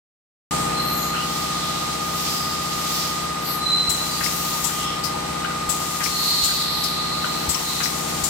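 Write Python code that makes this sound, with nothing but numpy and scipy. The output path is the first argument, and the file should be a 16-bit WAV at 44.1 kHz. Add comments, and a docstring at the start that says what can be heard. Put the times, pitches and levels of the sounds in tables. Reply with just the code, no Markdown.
"""A vacuum pump drones and whines close by: a rotary filling and sealing machine runs in a workshop.
The pump's tones follow its turning shaft, while compressed air hisses, leaks and whistles in the fittings.
From about 3.9 s the stations work: every 1.8 s four air valves puff in turn, each with a low thump,
cylinders knock against their metal stops, and loose parts rattle. The hard walls add a short echo."""
import sys
import numpy as np
from scipy import signal
from scipy.fft import rfft, irfft, next_fast_len
from scipy.io import wavfile

SR = 44100
rng = np.random.default_rng(int(sys.argv[2]) if len(sys.argv) > 2 else 0)


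def generate_wav(signal):
    """Clip the signal to [-1, 1] and save it as 16-bit WAV at the path in sys.argv[1]."""
    frames = np.transpose(np.atleast_2d(signal))
    scaled = np.clip(frames, -1, 1) * 32767
    pcm = np.round(scaled).astype(np.int16)
    wavfile.write(sys.argv[1], SR, pcm)


N = 365588
TIME = np.arange(N) / SR
FIRST_CYCLE_S, CYCLE_S, CYCLE_COUNT = 3.893, 1.7985, 3
CYCLE_STARTS_S = FIRST_CYCLE_S + CYCLE_S * np.arange(CYCLE_COUNT)

# How fast the pump's shaft turns: time_s, turns_per_s
SHAFT_SPEED = [(0.5, 15.536), (8.3, 15.519)]
# Tones of the drone (left_db above 0 means louder on the left): waves_per_turn, level_db, left_db
DRONE_TONES = [(3, -62, 0), (4, -53, -1), (5, -49, -7), (6, -56.5, -1), (7, -62, 1), (8, -53, 0),
               (9, -45.5, 9.5), (10, -51.5, -15), (11, -38.7, 0), (15, -43, 1), (16, -51.5, 4),
               (18, -54, -16), (20, -45, 1.5), (23, -52, 11), (24, -47, -6.5), (30, -48, 6.5),
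               (33, -47.5, -5), (40, -43.5, 5.5), (41, -59, 16), (46, -48, 9.5), (49, -47, 10),
               (52, -53, 24), (53, -55, 19.5), (56, -53, 19.5)]
# Weaker tones around the main whine: waves_per_turn, level_db, left_db
WHINE_TONES = [(74, -47, -6), (75, -41, 3), (76, -44, 10), (77, -40.5, 3), (81, -50, -3), (82, -47, 5)]
WHINE_WAVES_PER_TURN = 79
# The four valves of a cycle: offset_s, level_db, pitch_hz, width_hz, decay_s, thump_db
VALVE_PUFFS = [(0, -26.5, 7730, 1200, 0.031, -29), (.341, -30, 5300, 1450, .039, -54),
               (.746, -27.5, 7420, 1270, .037, -31.5), (1.144, -30.5, 4970, 1250, 0.032, -55)]
# How alike the two sides are in spread-out noise: pitch_hz, likeness (1 = the same)
SIDE_LIKENESS = [(90, .997), (200, .95), (400, .5), (700, 0), (1300, .15), (3000, 0)]
# Which side that noise favours: pitch_hz, left_db
SIDE_BALANCE = [(100, -1.5), (350, 7), (700, 2.5), (1300, 5.5), (2400, -0.5), (4400, -2.5), (8000, -2.5),
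                (10500, 9), (13000, 19), (15500, 17.5)]


def amp(db):
    """Turns decibels into a gain to multiply by."""
    return 10 ** (np.asarray(db) / 20)


def unit(x):
    """Scales a signal to an average (rms) strength of 1."""
    return x / np.sqrt(np.mean(x ** 2) + 1e-20)


def follow(rows):
    """Joins (time_s, value) points into a curve over the whole scene."""
    return np.interp(TIME, *np.transpose(rows))


def at_hz(rows, hz):
    """Reads between (pitch_hz, value) points, spaced by octaves."""
    pitches, values = np.transpose(rows)
    return np.interp(np.log(hz + 1), np.log(pitches + 1), values)


def pan(left_db):
    """Two gains that make the left side left_db louder than the right."""
    return amp(np.array([left_db, -left_db]).reshape(2, -1) / 2)


def drift(rate_hz):
    """A random wander of strength 1 that changes course rate_hz times a second."""
    points = rng.standard_normal(4000)
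    return unit(np.interp(TIME * rate_hz, np.arange(len(points)), points))


def noise(spectrum, diffuse=True):
    """Shaped noise, alike on both sides in the bass only; diffuse adds the side balance."""
    size = next_fast_len(N)
    hz = np.fft.rfftfreq(size, 1 / SR)
    left, other = rfft(rng.standard_normal((2, size)))
    likeness = np.clip(at_hz(SIDE_LIKENESS, hz), -1, 1)
    right = likeness * left + np.sqrt(1 - likeness ** 2) * other
    shaped = np.array([left, right]) * amp(at_hz(spectrum, hz))
    if diffuse:
        shaped = shaped * pan(at_hz(SIDE_BALANCE, hz))
    return unit(irfft(shaped, size)[:, :N])


def resonance(t, hz, width_hz):
    """A fuzzy tone: a narrow band of noise around hz, different on each side."""
    pole = np.exp(-1.3 * np.pi * abs(width_hz) / SR)
    white = rng.standard_normal((2, len(t))) + 1j * rng.standard_normal((2, len(t)))
    smooth = signal.sosfilt([[1 - pole, 0, 0, 1, -pole, 0]] * 3, white)
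    tone = np.exp(2j * np.pi * np.cumsum(hz + 0 * t) / SR)
    return unit((smooth * tone).real)


def add(mix, start_s, sound):
    """Mixes a sound in at start_s."""
    part = mix[:, max(round(start_s * SR), 0):][:, :sound.shape[-1]]
    part += sound[..., :part.shape[1]]


def shaft_tones(rows, angle, waver, spread):
    """Tones locked to the shaft; the higher ones reach the two sides out of step."""
    out = np.zeros((2, N))
    shared_wander = drift(3.1)
    for multiple, db, left_db in rows:
        phase = round(multiple) * angle + 2 * np.pi * rng.random() + waver * shared_wander
        lag = np.array([[0], [spread * max(multiple - 6, 0)]])
        shade = min(multiple / 20, 1)  # long waves are about equally loud on both sides
        out += amp(db) * pan(left_db * shade) * (1 + waver * drift(6)) * np.cos(phase - lag)
    return unit(out)


def pump():
    """The pump drones, whines and churns; its rush flutters as the vanes pass and rings in the ducts."""
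    # How loud the drone is through the scene: time_s, level_db
    drone_levels = [(0.53, -29.5), (1.22, -34.5), (4.8, -36), (5.32, -34), (6.4, -38), (7.48, -33.5),
                    (7.55, -38), (8.17, -33), (8.28, -36)]
    # Tone colour of the machinery's rush: pitch_hz, level_db
    rush_spectrum = [(25, -24), (60, -2.5), (150, -3.5), (330, -6.5), (580, -4.5), (900, -3), (1280, -6),
                     (1650, -6), (2000, -5), (2400, -4.5), (3600, -8), (7000, -16), (10000, -19),
                     (16000, -44)]
    # Ringing ducts and panels: pitch_hz, width_hz, level_db, left_db
    duct_rings = [(1224, 124, -43, -4.5), (1963, 204, -44, 1.5), (4060, 900, -41.5, -0.5),
                  (7790, 520, -45.5, -2), (8350, 1400, -46, 5)]
    angle = 2 * np.pi * np.cumsum(follow(SHAFT_SPEED)) / SR
    drone_db = follow(drone_levels)
    drone = amp(drone_db + 3) * shaft_tones(DRONE_TONES, angle, waver=0.055, spread=0.074)
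    vane_flutter = 1 + 0.16 * np.cos(5 * angle)
    rush = amp(0.28) * noise(rush_spectrum) * vane_flutter + amp(-5) * churn(angle)
    ducts = sum(amp(db - 1) * pan(left_db) * resonance(TIME, hz, width_hz)
                for hz, width_hz, db, left_db in duct_rings)
    return drone + whine(angle) + amp(0.62 * drone_db - 12) * rush + ducts


def whine(angle, throb=0.26, sway=0.44, flutter=0.12, tight_spot_turns=0.42):
    """Meshing gear teeth sing; a tight spot makes the tone swell and sway once a turn."""
    # How loud the whine is through the scene: time_s, level_db
    whine_levels = [(0.53, -29), (2.36, -32.5), (3.64, -31), (3.96, -36), (4.61, -32.5), (4.65, -35.5),
                    (4.85, -31.5), (5.32, -34), (5.6, -31), (6.57, -36), (7.24, -32), (7.61, -38),
                    (8.21, -35.5), (8.28, -41)]
    turn = angle - 2 * np.pi * tight_spot_turns
    swell = 1 + throb * np.cos(turn) + flutter * np.array([drift(25), drift(25)])
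    phase = WHINE_WAVES_PER_TURN * angle + sway * np.sin(turn) + flutter * drift(5.5)
    neighbours = amp(-10.5) * shaft_tones(WHINE_TONES, angle, waver=0.2, spread=0.01)
    return amp(follow(whine_levels) + 0.9) * (unit(swell * np.cos(phase)) + neighbours)


def churn(angle, size=4096):
    """Rough pumping repeats with every turn, making weak tones between the strong ones."""
    # Tone colour of the churn: pitch_hz, level_db
    spectrum = [(40, -20), (100, -13), (250, -3.5), (420, -7.5), (580, -17.5), (750, -7), (1000, -7.5),
                (1330, -2), (1600, -13), (2500, -20)]
    multiples = np.arange(size // 2 + 1)
    hz = multiples * SHAFT_SPEED[0][1]
    phase = 2 * np.pi * rng.random(len(hz))
    apart = np.arccos(np.clip(at_hz(SIDE_LIKENESS, hz), -1, 1)) * rng.standard_normal(len(hz))
    gains = amp(at_hz(spectrum, hz)) * pan(at_hz(SIDE_BALANCE, hz))
    tones = gains * np.exp(1j * np.array([phase, phase + apart]))
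    strong = [round(row[0]) for row in [*DRONE_TONES, *WHINE_TONES]] + [WHINE_WAVES_PER_TURN]
    wanted = (hz < spectrum[-1][0]) * (multiples > 2) * ~np.isin(multiples, strong)
    one_turn = irfft(tones * wanted, size)
    place = angle / (2 * np.pi) * size % size
    return unit(np.array([np.interp(place, np.arange(size), side) for side in one_turn]))


def valve_flow(start_s, length_s, open_s, shut_s):
    """Flow through a valve that opens gradually and shuts again, from 0 to 1."""
    opening = (TIME - start_s) / open_s
    shutting = (start_s + length_s - TIME) / shut_s
    return np.clip(np.minimum(opening, shutting) + 0.5, 0, 1)


def air_feed(feed_s=1, ramp_s=0.06):
    """Air is fed during the first part of every cycle."""
    return sum(valve_flow(start_s + ramp_s / 2, feed_s - ramp_s, ramp_s, ramp_s)
               for start_s in CYCLE_STARTS_S)


def air_hiss(flutter_db=0.7, flutter_hz=30):
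    """Compressed air hisses in the lines and at a near nozzle: a trickle, each cycle's feed, and gusts."""
    # Tone colour of the air lines: pitch_hz, level_db
    line_spectrum = [(1500, -21), (2600, -5), (3300, -1), (4900, 1), (6000, -1.5), (7300, -2), (8000, -5.5),
                     (9300, -8.5), (12000, -18), (16000, -30.5)]
    # Tone colour of the nozzle: pitch_hz, level_db
    nozzle_spectrum = [(5000, -15), (8000, -32), (10000, -5), (12000, -2.5), (13600, -4), (14600, -2.5),
                       (16000, -15)]
    # Gusts that do not repeat: start_s, length_s, line_db, nozzle_db
    gusts = [(0.393, 0.33, -43.5, -52), (1.113, 0.96, -43.5, -55), (1.325, 0.097, -42, -47),
             (2.1, 0.38, -38.5, -44), (2.44, 0.84, -42.5, -54), (2.726, 0.3, -43, -49),
             (2.88, 0.19, -40, -42.5), (4.25, 0.41, -42.5, -42), (6.145, 0.47, -41.5, -45),
             (7.146, 0.8, -44.5, -51)]
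    feed = air_feed()
    line_power = amp(-47) ** 2 + (amp(-45.5) * feed) ** 2  # steady trickle plus feed
    nozzle_power = amp(-58.5) ** 2 + (amp(-48) * feed) ** 2
    for start_s, length_s, line_db, nozzle_db in gusts:
        flow = valve_flow(start_s, length_s, open_s=0.32, shut_s=0.27)
        line_power += (amp(line_db) * flow) ** 2
        nozzle_power += (amp(nozzle_db) * flow) ** 2
    lines = np.sqrt(line_power) * amp(10.5 + flutter_db * drift(flutter_hz)) * noise(line_spectrum)
    nozzle = np.sqrt(nozzle_power) * amp(10 + flutter_db * drift(flutter_hz)) * noise(nozzle_spectrum)
    return lines + nozzle


def leaks():
    """Brief gliding hisses as seals open and close; the highest come from the nozzle on the left."""
    # Escapes of air: peak_s, swell_s, pitch_hz, glide_octaves_per_s, width_hz, level_db
    escapes = [(0.531, 0.17, 7900, 0.063, 2600, -35), (0.95, 0.11, 12750, 0, 750, -34.5),
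               (1.03, .08, 6800, -0.093, 900, -37), (1.191, .05, 2875, 0, 500, -34),
               (1.65, .2, 3880, -0.41, 1300, -36), (2.4, .18, 4980, -0.16, 600, -35.5),
               (3.0, .085, 4930, 0, 2200, -31.5), (3.5, .06, 4420, -1, 1200, -34.5),
               (3.51, .06, 12400, -1.1, 2100, -33), (4.151, .075, 4630, -0.013, 350, -36),
               (4.86, .11, 3180, 0.072, 800, -35.5), (4.871, 0.074, 5310, 0.18, 60, -39),
               (6.25, .08, 11940, 0.28, 2600, -38), (6.6, .38, 4224, -.1, 1210, -28),
               (6.8, 0.15, 11800, -0.19, 2200, -40)]
    out = np.zeros((2, N))
    for peak_s, swell_s, hz, glide, width_hz, db in escapes:
        fade_s = 1.25 * swell_s
        t = np.arange(-2 * swell_s, 2 * fade_s, 1 / SR)
        shape = np.exp(-(t / np.where(t < 0, swell_s, fade_s)) ** 2)
        hiss = resonance(t, hz * 2 ** (glide * t), width_hz)
        add(out, peak_s + t[0], amp(db + 2.5) * pan(0.61 * at_hz(SIDE_BALANCE, hz)) * shape * hiss)
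    return out


def whistles():
    """Air squeezed through throttles sings with a breathy edge; pressure builds, holds and drains."""
    # Whistle notes: start_s, rise_s, hold_s, decay_s, pitch_hz, width_hz, level_db, breath_db
    notes = [(0.719, 0.077, 0.031, 0.29, 4170, 200, -33.5, -12),
             (3.566, 0.16, .1, 0.19, 4045, 126, -25, -36),
             (6.031, 0.27, 0.16, 0.11, 4224, 384, -29.5, -0.5),
             (6.605, 0.21, 0.49, 0.31, 4136, 380, -39, 1.5), (7.626, 0.061, 0.18, .05, 4050, 450, -37, -2)]
    out, t = np.zeros((2, N)), np.arange(2 * SR) / SR
    for start_s, rise_s, hold_s, decay_s, hz, width_hz, db, breath_db in notes:
        pressure = np.minimum(t / rise_s, 1) * np.exp(-np.maximum(t - rise_s - hold_s, 0) / decay_s)
        tone = resonance(t, hz, width_hz) + amp(breath_db) * resonance(t, hz, width_hz=800)
        add(out, start_s, amp(db + 4.5) * pressure * tone)
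    return out * pan(left_db=-1.5)


def knocks():
    """Cylinders and cams hit metal stops, which ring briefly over the clack of the frame."""
    # Knocks of every cycle: offset_s, level_db, pitch_hz, width_hz, decay_s, left_db
    cycle_knocks = [(.111, -33, 895, 650, 0.021, 7), (.313, -28, 1663, 1240, 0.031, 6),
                    (.368, -27, 2130, 750, 0.0094, 8), (.798, -32.5, 1470, 300, .025, 4),
                    (1.551, -24.5, 1482, 220, 0.012, 11.5)]
    # Knocks that do not repeat: start_s, level_db, pitch_hz, width_hz, decay_s, left_db
    stray_knocks = [(1.138, -26.5, 1390, 300, 0.046, 0), (5.155, -35, 937, 400, 0.052, 7),
                    (5.504, -34, 1424, 200, .03, 3), (7.545, -19, 5400, 800, 0.0051, 14),
                    (7.552, -30.5, 1086, 200, 0.024, 8)]
    # Tone colour of the struck frame: pitch_hz, level_db
    frame_spectrum = [(200, -26), (700, 2), (1500, -1), (3000, 14), (6000, -36), (16000, -24)]
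    out, t = np.zeros((2, N)), np.arange(SR // 4) / SR
    frame = noise(frame_spectrum, diffuse=False)
    regular = [(start_s + offset_s, *knock)
               for start_s in CYCLE_STARTS_S for offset_s, *knock in cycle_knocks]
    for start_s, db, hz, width_hz, decay_s, left_db in regular + stray_knocks:
        ring = amp(2) * resonance(t, hz, width_hz)
        clack = amp(-7) * np.roll(frame, rng.integers(N), 1)[:, :len(t)]
        shape = (1 - np.exp(-t / 0.0002)) * np.exp(-t / decay_s)
        add(out, start_s, amp(db) * pan(left_db) * (ring + clack) * shape)
    return out


def valves(open_s=0.0058):
    """Each valve dumps its air: its port rings and sprays. The feed bleeds out through a silencer."""
    # Tone colour of a puff's spray: pitch_hz, level_db
    spray_spectrum = [(1000, -38), (3000, 2), (5000, 7), (8000, 6.5), (10500, 4), (14000, 3), (16000, -3)]
    # Hiss bands of the exhaust silencer: pitch_hz, width_hz, level_db
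    silencer_bands = [(6890, 890, -7), (7110, 4500, 0), (9030, 720, -8)]
    out, t = np.zeros((2, N)), np.arange(SR // 2) / SR
    spray = noise(spray_spectrum, diffuse=False)
    for start_s in CYCLE_STARTS_S:
        for offset_s, db, hz, width_hz, decay_s, _ in VALVE_PUFFS:
            port = resonance(t, hz, width_hz)
            jet = port + amp(-1) * np.roll(spray, rng.integers(N), 1)[:, :len(t)]
            pressure = (1 - np.exp(-(t / open_s) ** 2)) * np.exp(-t / decay_s)
            add(out, start_s + offset_s - 0.003, amp(db + 3) * pressure * jet)
    bleed = sum(amp(db) * resonance(TIME, hz, width_hz) for hz, width_hz, db in silencer_bands)
    return pan(left_db=17.5) * (out + amp(-41) * air_feed() * bleed)


def thumps(pitch_hz=74):
    """The push of each puff reaches both sides as one low thump."""
    # How hard each cycle thumps: force_db
    cycle_forces = [-1.8, -1, 3]
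    out, t = np.zeros((2, N)), np.arange(SR // 8) / SR
    thump = -np.sin(2 * np.pi * pitch_hz * t) * (t / 0.0058) * np.exp(1 - t / 0.0063)
    for start_s, force_db in zip(CYCLE_STARTS_S, cycle_forces):
        for offset_s, *_, thump_db in VALVE_PUFFS:
            add(out, start_s + offset_s - 0.01, amp(thump_db + force_db) * thump)
    return out


def rattle(taps_per_s=7, middle_hz=1007, decay_s=0.018):
    """Once the stations move, loose parts tap lightly at uneven moments, each on its own pitch."""
    out, t = np.zeros((2, N)), np.arange(SR // 6) / SR
    for tap, (jitter, detune, force) in enumerate(rng.uniform(-1, 1, size=(40, 3))):
        start_s = FIRST_CYCLE_S + (tap + 1 + jitter) / taps_per_s
        ring = resonance(t, middle_hz * (1 + 0.18 * detune), width_hz=120)
        add(out, start_s, amp(-35 + 4 * force) * ring * np.exp(-t / decay_s))
    return out * pan(left_db=11.5)


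def workshop_echo(sound, fade_s=0.35):
    """The hard walls return a blurred echo that falls 60 dB in fade_s."""
    t = np.arange(SR // 2) / SR
    tail = rng.standard_normal((2, len(t))) * amp(-60 * t / fade_s) * (t > 0.006)
    tail /= np.linalg.norm(tail[0])
    return signal.fftconvolve(sound, tail, axes=1)[:, :N]


def scene():
    """The running pump, the air, and the strokes of the stations with their echo."""
    strokes = valves() + knocks() + rattle()
    running = pump() + air_hiss() + whistles() + leaks()
    return running + thumps() + strokes + amp(-10) * workshop_echo(strokes)


def record(dry, start_s=0.509, top_hz=15900):
    """The sound switches on abruptly at start_s, and the treble above top_hz is cut."""
    switch_on = np.clip((TIME - start_s) * 1000, 0, 1)
    low_pass = signal.firwin(511, top_hz, window=("kaiser", 9), fs=SR)
    return signal.oaconvolve(dry * switch_on, low_pass[None], "same")


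dry = scene()
out = record(dry)
generate_wav(out)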